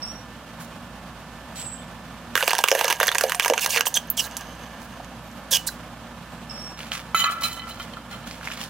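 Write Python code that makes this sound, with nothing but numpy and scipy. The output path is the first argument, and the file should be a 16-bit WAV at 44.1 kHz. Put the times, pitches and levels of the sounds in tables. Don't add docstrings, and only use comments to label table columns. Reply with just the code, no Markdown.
import sys
import numpy as np
from scipy import signal
from scipy.fft import rfft, irfft
from scipy.io import wavfile
from scipy.ndimage import uniform_filter1d

SR = 44100
rng = np.random.default_rng(int(sys.argv[2]) if len(sys.argv) > 2 else 0)


def to_wav(s):
    ch = np.atleast_2d(s).T
    pcm = np.round(np.clip(ch, -1, 1) * 32767)
    wavfile.write(sys.argv[1], SR, pcm.astype(np.int16))


def decibels_to_gain(level_db):
    exponent = np.asarray(level_db, float) / 20
    return 10 ** exponent


N = 383229

# pitch in Hz, width in Hz, level in dB.
BUCKET = [(530, 97, -6.5), (964, 99, 1), (1614, 41, 5.5), (1728, 120, 0.5), (2950, 300, -4),
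          (5000, 2500, -17), (6370, 260, -6)]


def rms_one(x):
    return x / np.sqrt(np.mean(x ** 2) + 1e-20)


def in_time(rows):
    s, *columns = np.transpose(rows)
    t = np.arange(N) / SR
    gate = np.clip(np.minimum(t - s[0], s[-1] - t) * 200, 0, 1)
    return [np.interp(t, s, c) for c in columns] + [gate]


def at_hz(points, hz):
    points = np.array(points)
    return np.interp(np.log(hz), np.log(points[:, 0]), points[:, 1])


def fft_hz():
    return np.maximum(np.fft.rfftfreq(N, 1 / SR), 1)


def drift(rate, size=N):
    r = np.exp(-2 * np.pi * rate / SR)
    noise = rng.standard_normal(size + SR // 2)
    return rms_one(signal.lfilter([1], [1, -2 * r, r * r], noise)[SR // 2:])


def butter(x, order, hz, kind="low"):
    return signal.sosfilt(signal.butter(order, hz, kind, fs=SR, output="sos"), x)


def resonate(x, hz, width_hz):
    r = np.exp(-np.pi * width_hz / SR)
    w = 2 * np.pi * min(hz, 20000) / SR
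    return signal.lfilter([0, np.sin(w)], [1, -2 * r * np.cos(w), r * r], x + 1e-18)


def colour(x, points):
    size = x.shape[-1]
    hz = np.maximum(np.fft.rfftfreq(size, 1 / SR), 1)
    return rms_one(irfft(rfft(x) * decibels_to_gain(at_hz(points, hz)), size))


def grains(per_s, spread_db, size=N):
    sizes = decibels_to_gain(spread_db * np.minimum(rng.exponential(1, size), 5)) * rng.choice([-1, 1], size)
    return sizes * (rng.random(size) < per_s / SR)


def click(size, at=0):
    return np.eye(1, size, at)[0]


def add(out, s, x):
    at = round(s * SR)
    out[at:at + len(x)] += x[:N - at]


def burst(length, rise, fall, size):
    t = np.arange(size) / SR
    return (1 - np.exp(-t / rise)) * np.exp(-np.maximum(t - length, 0) / fall)


def body(x, modes, widen):
    out = 0
    for k, (hz, width, db) in enumerate(modes):
        out = out + (-1) ** k * decibels_to_gain(db) * widen * width / 100 * resonate(x, hz, widen * width)
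    return out


def ringing_clicks(events, sharp):
    out = np.zeros(N)
    for s, db, hz in events:
        snap = click(600, 8) + 0.1 * grains(500, 2.0, size=600)
        add(out, s, decibels_to_gain(db + 3.5) * resonate(snap, hz, sharp * hz))
    return out


def yard():
    # frequency in Hz, level in dB per Hz.
    air_spectrum = [(18, -29), (30, -48), (48, -13), (84, -9), (229, -2.5), (420, -18.5), (506, -9.5),
                    (1120, -10.5), (1620, -14.5), (1840, -19.5), (3050, -19.5), (4070, -24.5),
                    (14100, -36.5), (15200, -36), (16500, -65)]
    # pitch in Hz, width in Hz, level in dB.
    hum_lines = [(58.8, 3.2, -48.5), (119.2, 4.8, -53), (170.2, 6.7, -49.5), (235.4, 4.4, -50),
                 (1760, 4.7, -55.5)]
    # frequency in Hz, likeness from 0 to 1.
    likeness = [(60, 1), (180, 0.96), (550, 0.97), (1650, 0.94), (4970, 0.13), (15000, 0.091)]
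    air_db = -41
    mid, side = rfft(rng.standard_normal((2, N)) * decibels_to_gain(1.03 * drift(27)))
    alike = np.clip(at_hz(likeness, fft_hz()), -1, 1)
    pair = np.sqrt(1 + alike) * mid + np.sqrt(1 - alike) * side * [[1], [-1]]
    out = decibels_to_gain(air_db) * colour(irfft(pair, N), air_spectrum)
    t = np.arange(N) / SR
    for hz, width, db in hum_lines:
        line = np.sin(2 * np.pi * hz * t + width / 4 * drift(width))
        out = out + decibels_to_gain(db + 0.5) * line * decibels_to_gain(0.36 * width * drift(width))
    return out


def slurred(s, slur, hold, hz, db, start=0.96, accent_db=6.5):
    fade_s, fade_db, note_sag = 0.19, 32, 0.99
    held = s + slur + hold
    return [(s, start * hz, db + accent_db), (s + 0.65 * slur, (0.4 + 0.6 * start) * hz, db), (s + slur, hz, db),
            (held, hz, db), (held + fade_s, note_sag * hz, db - fade_db)]


def whistle(rows, partials):
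    hz, db, on = in_time(rows)
    sung, out = on > 0, np.zeros(N)
    size = sung.sum()
    phase = 2 * np.pi * np.cumsum(hz[sung] * (1 + 0.0029 * drift(132, size))) / SR
    out[sung] = sum(decibels_to_gain(p_db + 1.5 * drift(45, size)) * np.sin(k * phase) for k, p_db in partials)
    return np.sqrt(2) * on * decibels_to_gain(db) * out


def birds():
    # start in seconds, slur in seconds, hold in seconds, note in Hz, level in dB.
    low_calls = [
        (0.017, 0.074, 0.022, 5625, -43.5),
        (6.494, 0.12, 0.047, 5550, -45),
    ]
    # start in seconds, slur in seconds, hold in seconds, note in Hz, level in dB.
    high_calls = [
        (1.548, .06, .11, 8000, -44),
    ]
    # start in seconds, length in seconds, pitch in Hz, level in dB.
    far_calls = [
        (1.775, .025, 3100, -54),
        (1.795, .04, 3480, -57),
        (5.22, .2, 13100, -68),
        (6.3, .1, 7600, -66),
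    ]
    low_voice = [(0.5, -26), (0.958, -15), (1, 0), (1.5, -22), (2, -26)]   # (multiple, dB)
    high_voice = [(1, 0), (0.925, -9)]
    out = whistle(slurred(*high_calls[0], start=0.968, accent_db=-6), high_voice)
    for call in low_calls:
        out += whistle(slurred(*call), low_voice)
    for s, length, hz, db in far_calls:
        out += whistle([(s, hz, db), (s + length, 1.02 * hz, db)], [(1, 0)])
    return out


def scuffs_and_stones():
    # start in seconds, length in seconds, level in dB, grit pitch
    # in Hz.
    scuff_rows = [(0.596, 0.065, -44, 8100), (1.555, 0.089, -39, 4540), (4.798, 0.073, -49, 10000),
                  (6.767, 0.13, -41, 2460), (6.912, 0.071, -30.5, 2720), (7.307, 0.035, -37, 9000),
                  (7.408, 0.02, -34, 9000), (7.432, 0.018, -26, 5000), (7.509, 0.065, -39.5, 7800),
                  (7.673, 0.08, -43.5, 5000), (7.785, 0.076, -45, 5000), (8.105, 0.054, -47.5, 3600),
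                  (8.257, 0.14, -43, 3530), (8.415, 0.31, -39.5, 2620), (8.596, 0.07, -36.5, 4020)]
    # time in seconds, peak in dB, pitch in Hz.
    stone_rows = [(0.02, -30, 4800), (0.6116, -29, 1610), (1.5693, -31, 4200), (1.5804, -30, 7910),
                  (1.599, -33, 7920), (6.805, -21, 2920), (6.9186, -11, 2920), (8.271, -28, 1410),
                  (8.3113, -27, 2330), (8.3113, -24, 4800), (8.4118, -27, 1600), (8.4302, -27, 1590),
                  (8.4736, -16.5, 2100), (8.5026, -24, 1510), (8.5155, -20.5, 2640), (8.5778, -32, 1340),
                  (8.6065, -27, 3000), (8.6134, -22.5, 2720)]
    out = np.zeros(N)
    for s, length, db, hz in scuff_rows:
        band = [(hz / 6, -30), (hz / 2.44, -2), (hz, 0), (3.1 * hz, -10), (40000, -30)]
        grit = colour(grains(4000, spread_db=5.0, size=9000), band)
        add(out, s, decibels_to_gain(db) * grit * burst(0.5 * length, 0.043 * length, 0.5 * length, 9000))
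    return out + ringing_clicks(stone_rows, sharp=0.23)


def all_pops():
    # time in seconds, peak in dB, crack in dB relative to the pocket.
    deep = [
        (2.478, -5.5, -3),
        (2.715, 3.5, -16.5),
        (2.75, -2.5, -16),
        (2.794, -14, -8),
        (3.011, -5, -23),
        (3.237, -7.5, -5.5),
        (3.499, -1.5, -15),
    ]
    # time in seconds, peak in dB, crack in dB relative to the pocket.
    large = [(2.532, 2, -22), (2.588, -1, -18), (2.811, -0.5, -15), (2.844, -3.5, -8.5), (2.88, -7, -8),
             (2.901, -2, -16), (2.926, -5.5, -7), (3.153, -4, -33), (3.459, -2.5, -14), (3.536, -1.5, -20),
             (3.868, -5.5, -34)]
    # time in seconds, peak in dB, crack in dB relative to the pocket.
    middle = [(2.3539, 2.5, -13.5), (2.376, -4, -14), (2.406, -14, -15), (2.551, -7, -11), (2.66, -12, -23),
              (2.791, -8, -9.5), (3.001, -1.5, -12), (3.03, -2.5, -11), (3.069, -8, -7), (3.081, 2, -21),
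              (3.116, -9, -12), (3.148, -4, -11), (3.183, -5.5, -4), (3.21, -4.5, -7.5),
              (3.296, -9.5, -7.5), (3.32, -7, -9), (3.347, -17.5, 1.5), (3.48, -8, -4.5),
              (3.661, -10.5, 1.5), (3.855, -14, -16)]
    # time in seconds, peak in dB, crack in dB relative to the pocket.
    small = [(2.426, -2, -28), (2.507, -7, -8), (2.513, -6, -32), (2.583, -17, 1), (2.639, 0.5, -8.5),
             (2.677, -12, -14), (2.685, -2, -9.5), (2.907, -4.5, -14), (3.397, -0.5, -12),
             (3.422, -12, -14), (3.447, -8, -7), (3.578, -4, -15.5), (3.594, -18, -1), (3.645, -19, 2),
             (3.736, -29, -20), (3.761, -7.5, -12), (3.772, -3, -33), (3.808, -3.5, -8), (3.971, -17, -20)]
    sizes = [(deep, 567), (large, 950), (middle, 1795), (small, 2720)]
    return sorted((s, db, hz, crack_db) for rows, hz in sizes for s, db, crack_db in rows)


def pops():
    out, t = np.zeros(N), np.arange(3000) / SR
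    pitch_scatter = 0.012
    for s, db, hz, crack_db in all_pops():
        rebound = rng.random((4, 2))
        spot = rng.standard_normal(len(BUCKET))
        kick = np.zeros(len(t))
        kick[70] = -1
        kick[(100 + 500 * rebound[:, 0]).astype(int)] = 0.44 * rebound[:, 1] - 0.08
        pocket = resonate(kick, hz * (1 + pitch_scatter * spot[0]), 0.12 * hz + 60)
        crack_shape = burst(0.0015, 0.001, 0.0015, len(t)) + 0.04 * np.exp(-t / 0.0018)
        crack = rng.standard_normal(len(t)) * crack_shape
        crack = 0.74 * crack + 0.23 * resonate(crack, 4500 + 8000 * rebound[0, 1], 3300)
        struck = [(f, w, mode_db + 4.7 * np.clip(chance, -2, 1)) for (f, w, mode_db), chance in zip(BUCKET, spot)]
        knock = body(kick + 0.12 * crack, struck, widen=2.38)
        pop = decibels_to_gain(db - 5.5) * pocket + decibels_to_gain(db + crack_db + 1.5) * crack + decibels_to_gain(db - 22.5) * knock
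        add(out, s - 0.0008, pop)
    return out


def thumps():
    # time in seconds, level in dB, pitch in Hz, width in Hz.
    landings = [
        (7.143, -33, 260, 200),
        (7.1462, -10, 1326, 24),
        (7.1462, -23, 2026, 17),
        (7.2998, -20, 1300, 60),
        (7.32, -21, 1300, 60),
    ]
    s, db, hz, crack_db = np.transpose(all_pops())
    kicks = np.zeros(N)
    kicks[(s * SR).astype(int) + 30] = decibels_to_gain(3.1 * db - 39)
    out = resonate(kicks, 90, 160)
    for s, db, hz, width in landings:
        add(out, s, decibels_to_gain(db) * resonate(click(9000), hz, width))
    return out


def boil():
    # time in seconds, seething in dB, spray hiss in dB relative to seething.
    boil_curve = [
        (2.36, -30.5, 14),
        (2.53, -20, -5),
        (2.65, -27.5, 4.5),
        (2.92, -19.5, -2),
        (2.955, -28.5, -3),
        (3.03, -23.5, -0.5),
        (3.55, -29, 1.5),
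        (3.75, -23.5, -17),
        (4.19, -46, -9),
    ]
    # frequency in Hz, level in dB per Hz.
    spray_spectrum = [(1180, -44), (2000, 3.5), (2800, 5), (4030, -10), (6330, -3), (14300, 1),
                      (16100, -14), (16600, -84)]
    seethe_db, hiss_db, on = in_time(boil_curve)
    stream, thrown, simmer = on * decibels_to_gain(seethe_db), np.zeros(N), np.zeros(N)
    lead_s, settle_s = 0.0004, 0.004
    for s, db, hz, crack_db in all_pops():
        add(thrown, s - lead_s, decibels_to_gain(db + crack_db - 4) * burst(0, lead_s, settle_s, 6000))
    add(simmer, 4.205, decibels_to_gain(-32) * burst(0, 0.0084, 0.54, SR))
    clumps = drift(23)
    fine = grains(1500 * decibels_to_gain(5.5 * clumps), spread_db=3.5)
    dealt, fizz = rng.integers(0, 14, N), np.zeros(N)
    for k, hz in enumerate(np.geomspace(620, 4600, 14)):
        level = decibels_to_gain(3.4 * drift(14) - 2.1 * np.log2(hz))
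        fizz += level * resonate(fine * (dealt == k), hz, 0.13 * hz)
    seethe = rms_one(rms_one(fizz) + rms_one(body(fine, BUCKET, widen=0.68)))
    spray = colour(grains(6000 * decibels_to_gain(4.6 * clumps), spread_db=2.5), spray_spectrum)
    spray_gain = stream * decibels_to_gain(hiss_db - 5) + thrown + simmer * decibels_to_gain(-12)
    return decibels_to_gain(-9) * ((stream + simmer) * seethe + decibels_to_gain(-1) * spray_gain * spray)


def fizzles():
    # time in seconds, peak in dB, pitch in Hz.
    films = [(2.3752, -22, 5400), (2.4077, -20, 4020), (2.4337, -19, 3480), (2.443, -21, 6170),
             (2.4575, -22, 7650), (2.467, -18, 7650), (2.4854, -15, 7990), (2.492, -22, 6180),
             (2.495, -12, 4400), (2.5326, -21, 6210), (2.5604, -25, 6020), (2.5824, -16, 6160),
             (2.596, -31, 3540), (2.61, -22, 6170), (2.7062, -13, 6040), (2.724, -16, 5630),
             (2.8534, -13, 5600), (2.8838, -11, 6160), (2.9594, -24, 6510), (3.0172, -14, 3540),
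             (3.061, -18, 6840), (3.0714, -11, 12200), (3.0782, -11, 6100), (3.0884, -13, 3480),
             (3.1225, -17.5, 3560), (3.155, -18, 6290), (3.2154, -14, 6350), (3.232, -17, 10600),
             (3.2813, -23, 6270), (3.352, -16.5, 9050), (3.535, -17, 6100), (3.6106, -16, 6280),
             (3.6735, -19, 9470), (3.706, -11, 6250), (3.794, -10, 11600), (3.8057, -26, 5910),
             (3.9415, -10, 6260), (3.9737, -8.5, 6050), (4.0725, -33, 12300), (4.2665, -20, 15000),
             (4.276, -30, 2600), (5.6875, -24, 5960), (2.6115, -19, 8450)]
    out = np.zeros(N)
    for s, db, hz in films:
        tear = rng.standard_normal(500) * burst(0.0011, 0.00043, 0.0017, 500)
        add(out, s - 0.0006, decibels_to_gain(db - 14.5) * resonate(tear, hz, 0.087 * hz))
    return out


def rebounds():
    # first rebound in seconds, peak in dB, pitch in Hz, period in seconds, loss in dB per rebound.
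    swells = [
        (2.7245, -12.5, 510, 0.0105, 3.5),
        (3.2518, -14, 477, 0.0115, 2.5),
    ]
    t60 = 0.021
    return [(s + k * period, db - k * loss_db, hz, t60) for s, db, hz, period, loss_db in swells for k in range(5)]


def gulps():
    # time in seconds, peak in dB, pitch in Hz, ring t60 in seconds.
    bubbles = [(2.432, -12.5, 500, 0.023), (2.479, -1.5, 626, 0.01), (2.716, -4.5, 580, 0.016),
               (2.752, -23, 560, 0.023), (2.775, -21, 450, 0.04), (2.797, -21, 520, 0.027),
               (2.815, -20, 490, 0.03), (2.845, -10.5, 510, 0.025), (2.857, -19, 460, 0.03),
               (2.879, -14, 520, 0.017), (2.855, -22, 1200, 0.033), (2.927, -17, 500, 0.019),
               (2.6, -20, 470, 0.016), (3.239, -1.5, 540, 0.013), (3.355, -31, 710, 0.2),
               (3.461, -20, 970, 0.04), (3.499, -17.5, 340, 0.094), (3.507, -6.5, 470, 0.028),
               (3.522, -6.5, 485, 0.023), (3.557, -25, 670, 0.034), (2.377, -15, 1260, 0.023),
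               (2.39, -27, 1400, 0.04), (2.408, -12, 1500, 0.018), (2.412, -19, 1460, 0.046),
               (5.689, -20, 1450, 0.02), (5.57, -30, 2950, 0.19), (5.53, -29, 1600, 0.08),
               (5.52, -32.5, 520, 0.095), (5.683, -30, 4000, 0.098), (5, -26, 700, 0.033),
               (3.76, -24, 470, 0.19), (3.5, -12.5, 250, 0.099)]
    out, t = np.zeros(N), np.arange(8000) / SR
    for s, db, hz, t60 in list(bubbles) + rebounds():
        phase = 2 * np.pi * hz * np.cumsum(1 + 0.27 * np.exp(-t / 0.0019)) / SR
        add(out, s, decibels_to_gain(db - 60 * t / t60) * np.sin(phase) * burst(1, 0.0006, 1, len(t)))
    return out


def puffs():
    # start in seconds, length in seconds, hiss in dB, cavity end pitch in Hz, cavity level in dB.
    flashes = [
        (3.424, 0.018, -33, 2990, -29.5),
        (3.604, 0.048, -25, 2515, -29),
        (3.688, 0.095, -23.5, 2233, -32),
        (3.856, 0.022, -24, 3100, -29),
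        (3.945, 0.031, -28, 3177, -22),
        (4.1682, .04, -26.5, 2913, -25),
        (4.206, 0.057, -33, 3840, -44),
        (4.371, 0.0015, -31, 5970, -26.5),
        (5.507, 0.065, -19.5, 2950, -22.5),
        (5.665, 0.019, -25.5, 3900, -37),
    ]
    # frequency in Hz, level in dB per Hz.
    hiss_spectrum = [(710, -27), (1200, -9), (2560, -3.5), (3340, -5), (4160, -5.5), (6320, -4),
                     (13400, -5), (15800, -5), (16600, -49)]
    sag_hz_per_s, dulls_db_per_s = 9000, 84
    out, t = np.zeros(N), np.arange(9000) / SR
    size = len(t)
    for s, length, hiss_db, end_hz, cavity_db in flashes:
        hiss = butter(colour(rng.standard_normal(size), hiss_spectrum), 2, 1.4 * end_hz, "high")
        dull = butter(hiss, 2, 7000)
        hiss = dull + (hiss - dull) * decibels_to_gain(-dulls_db_per_s * t)
        opening = 1.4 * np.exp(-t / 0.0026)
        hz = end_hz * (1 + opening) + sag_hz_per_s * np.maximum(length - t, 0)
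        phase = 2 * np.pi * np.cumsum(hz) / SR
        overtone = decibels_to_gain(-8.5) * drift(400, size) * np.sin(1.9 * phase)
        tone = drift(220, size) * np.sin(phase) + overtone
        jet = burst(length, 0.11 * length, 0.00054, size) * decibels_to_gain(1.7 * drift(140, size))
        fading = 0.37 * burst(length, length, 0.042, size)
        tone = decibels_to_gain(cavity_db + 6) * tone * burst(1, 0.45 * length, 1, size)
        ring = 0.0011 * resonate((jet + fading) * tone, end_hz, 33)
        add(out, s, (jet + fading) * decibels_to_gain(hiss_db) * hiss + (jet + 0.1 * fading) * tone + ring)
    thrum = grains(2000, spread_db=4) * uniform_filter1d(np.abs(out), size=400)
    return out + decibels_to_gain(-30) * body(thrum, BUCKET[:4], widen=1.7)


def squeaks():
    # start in seconds, length in seconds, from pitch in Hz, to pitch in Hz, level in dB.
    gaps = [(3.615, 0.025, 3600, 2340, -31), (3.725, 0.063, 3400, 1500, -27.5),
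            (3.855, 0.013, 9440, 5480, -26.5), (3.87, 0.014, 12500, 7640, -30),
            (3.875, .009, 13800, 13400, -22), (3.943, 0.013, 7000, 5800, -21),
            (3.952, .018, 13700, 13300, -28), (3.957, 0.013, 11600, 7700, -22),
            (4.169, 0.0107, 8900, 5000, -29), (5.667, .02, 11500, 4030, -27.5),
            (4.19, .012, 8500, 7500, -27), (4.192, 0.016, 6770, 5000, -24), (3.94, .003, 13800, 8860, -22),
            (5.515, 0.042, 6600, 6100, -25), (5.518, 0.039, 5700, 5000, -23.5)]
    out, t = np.zeros(N), np.arange(4000) / SR
    for s, length, from_hz, to_hz, db in gaps:
        hz = to_hz + (from_hz - to_hz) * np.exp(-2.5 * t / length)
        tone = drift(340, len(t)) * np.sin(2 * np.pi * np.cumsum(hz) / SR)
        add(out, s, decibels_to_gain(db) * tone * burst(length, 0.00057, 0.19 * length, len(t)))
    return out


def spit():
    # time in seconds, peak in dB, ring pitch in Hz.
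    s, db, hz = (4.1005, -3, 13200)
    out = np.zeros(N)
    air = rng.standard_normal(4000) * burst(0.002, 0.0005, 0.0018, 4000)
    air = butter(air, 10, 12400, "high")
    add(out, s, decibels_to_gain(db) * (air + 0.027 * resonate(air, hz, 50)))
    return out


def ticks():
    # time in seconds, peak in dB.
    bursts = [
        (4.312, -25),
        (4.3684, -11),
        (4.41, -23),
        (4.5536, -36),
        (4.634, -39),
        (4.819, -34),
        (5.046, -31),
        (5.315, -34),
    ]
    return ringing_clicks([(s, db, 6500) for s, db in bursts], sharp=0.31)


def cup():
    # time in seconds, peak in dB, brightness in dB per octave.
    knocks = [(7.146, -8, 0.5), (7.241, -3.5, 1.5), (7.262, -19, -4), (7.272, -14, -6), (7.282, -24, -7),
              (7.3, -13, -16), (7.3202, -15, 0), (7.383, -55, 21), (7.4212, -9, -1.5), (7.435, -23.5, 11),
              (7.454, -17, -2), (7.473, -30, 5), (7.517, -34, 11), (7.556, -28, -10), (7.573, -21, -1),
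              (7.594, -24, 4.5), (7.619, -21, 0.5), (7.639, -21, -5), (7.67, -21, -7), (7.772, -34, 2),
              (7.798, -21, -7), (7.935, -39, 9), (7.9695, -22.5, -15), (8.0407, -35, -13), (8.126, -24, -4),
              (8.2402, -28.5, -3)]
    # time in seconds, level in dB, brightness in dB per octave, fade in seconds.
    slide_rows = [
        (7.146, -26.5, 1, 0.037),
        (7.16, -29, 4.5, 0.035),
        (7.19, -21, 0, 0.031),
        (7.239, -18, -7, 0.092),
        (7.431, -30.5, 7, 0.049),
        (7.688, -36.5, 1.5, 0.026),
        (7.794, -35.5, 0.5, 0.032),
        (7.96, -43, -2, .04),
        (8.104, -40, -1, .03),
        (8.125, -41, 0, 0.035),
    ]
    # pitch in Hz, width in Hz, level in dB.
    steel_modes = [(1143, 23, -12.5), (1269, 19, -10), (1351, 21.4, -5.5), (1580, 120, -25),
                   (1710, 41, -13), (2004, 29, -8.5), (2330, 55, -10), (2564, 40, -11.5), (3038, 28, -5),
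                   (3100, 40, -11), (3735, 41, -12), (4060, 42, -6.5), (4090, 28, -18), (5760, 60, -28),
                   (6810, 30, -7.5), (10240, 120, -14), (11570, 240, -7)]
    lying_s, lying_pitch, lying_damp = 7.72, 1.024, 1.5
    first = 7 * SR
    size = N - first
    slide_s, slide_db, slide_tilt, fade = np.transpose(slide_rows)
    slides = np.zeros((len(slide_rows), N))
    for row, when, fade_s in zip(slides, slide_s, fade):
        add(row, when, burst(0.01, 0.0018, fade_s, SR))
    slides = slides[:, first:]
    s, db, tilt = np.transpose(knocks)
    at, out = (s * SR).astype(int) + 20 - first, np.zeros(N)
    t = (first + np.arange(size)) / SR
    settled = np.clip(t - 7.19, 0, 0.25)
    lying = first + np.arange(size) > lying_s * SR
    for hz, width, mode_db in steel_modes:
        octaves = np.log2(hz / 1340)
        drive = decibels_to_gain(slide_db - 21.5 + slide_tilt * octaves) @ slides
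        drive = drive * decibels_to_gain(1.6 * drift(17, size)) * grains(5000, 2.87, size)
        drive[at] += decibels_to_gain(db - 13 + tilt * octaves + rng.normal(0, 2.9, len(at)))
        drive = drive * decibels_to_gain(-330 * settled * max(octaves - 1.9, 0))
        upright_ring = resonate(drive * ~lying, hz, 0.8 * width)
        lying_ring = resonate(drive * lying, lying_pitch * hz, lying_damp * width)
        out[first:] += decibels_to_gain(1.12 * mode_db) * (upright_ring + 1.94 * lying_ring)
    grit = colour(grains(9000, 4.9, size), [(1200, -16), (4500, -10), (16500, -14)])
    out[first:] += decibels_to_gain(slide_db - 12 + 2 * slide_tilt) @ slides * grit
    for when, level_db in zip(s, db):
        scrape = 0.062 * rng.standard_normal(300) * burst(0.00043, 0.00038, 0.001, 300)
        add(out, when, decibels_to_gain(level_db - 21) * resonate(click(300, 20) + scrape, 3000, 3800))
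    return out


def spread(x, echo_db, side_db, t60, lag, low_hz=410):
    x = butter(x, 4, low_hz, "high")
    t = np.arange(round(0.25 * SR)) / SR
    wash = rng.standard_normal((2, len(t))) * decibels_to_gain(-60 * t / t60) * (t > 0.001)
    wash = butter(wash, 2, 450, "high")
    wash /= np.sqrt(np.sum(wash ** 2, axis=1, keepdims=True))
    treble = butter(wash[1], 1, 3500, "high")
    mid = x + decibels_to_gain(echo_db) * signal.fftconvolve(x, wash[0])[:N]
    wandering = x * np.tanh(1.15 * drift(36))
    side = decibels_to_gain(side_db) * signal.fftconvolve(wandering, treble)[:N]
    left = np.interp(np.arange(N) - lag, np.arange(N), mid + side)
    return np.array([left, mid - side])


def ducking(loud, knee_db, share, release_db_s):
    heard = butter(loud, 2, 2500)
    level = 20 * np.log10(np.abs(heard) + 1e-6)
    ramp = release_db_s * np.arange(N) / SR
    held = np.maximum.accumulate(share * np.maximum(level - knee_db, 0) + ramp) - ramp
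    return decibels_to_gain(-uniform_filter1d(held, size=881, origin=440))


def scene():
    far = yard() + spread(birds(), echo_db=1.5, side_db=5.5, t60=0.15, lag=3.1)
    water = pops() + boil() + fizzles() + gulps() + puffs() + squeaks() + spit() + ticks()
    ground = scuffs_and_stones() + cup()
    near = spread(water, echo_db=-12, side_db=-10.5, t60=0.086, lag=0.38) * decibels_to_gain([[-0.2], [0.2]])
    beside = spread(ground, echo_db=-14.5, side_db=-0.5, t60=0.043, lag=2.46, low_hz=576) * decibels_to_gain([[1.1], [-1.1]])
    gain = ducking(water + 0.89 * ground, knee_db=-15, share=1, release_db_s=29)
    return near + beside + thumps() + far * gain


def band_limit(x):
    return signal.sosfilt(signal.butter(12, 16800, fs=SR, output="sos"), x)


def record(dry):
    # frequency in Hz, left minus right in dB.
    port_lean = [(60, -2.5), (380, -2), (2380, -4.5), (15000, -4.5)]
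    lean = at_hz(port_lean, fft_hz())
    x = irfft(rfft(dry) * decibels_to_gain([lean / 2, -lean / 2]), N)
    top_cut = signal.cheby2(12, 50, 16750, fs=SR, output="sos")
    x = signal.sosfilt(top_cut, np.clip(x, -1, 1))
    return band_limit(x)


dry = scene()
out = record(dry)
to_wav(out)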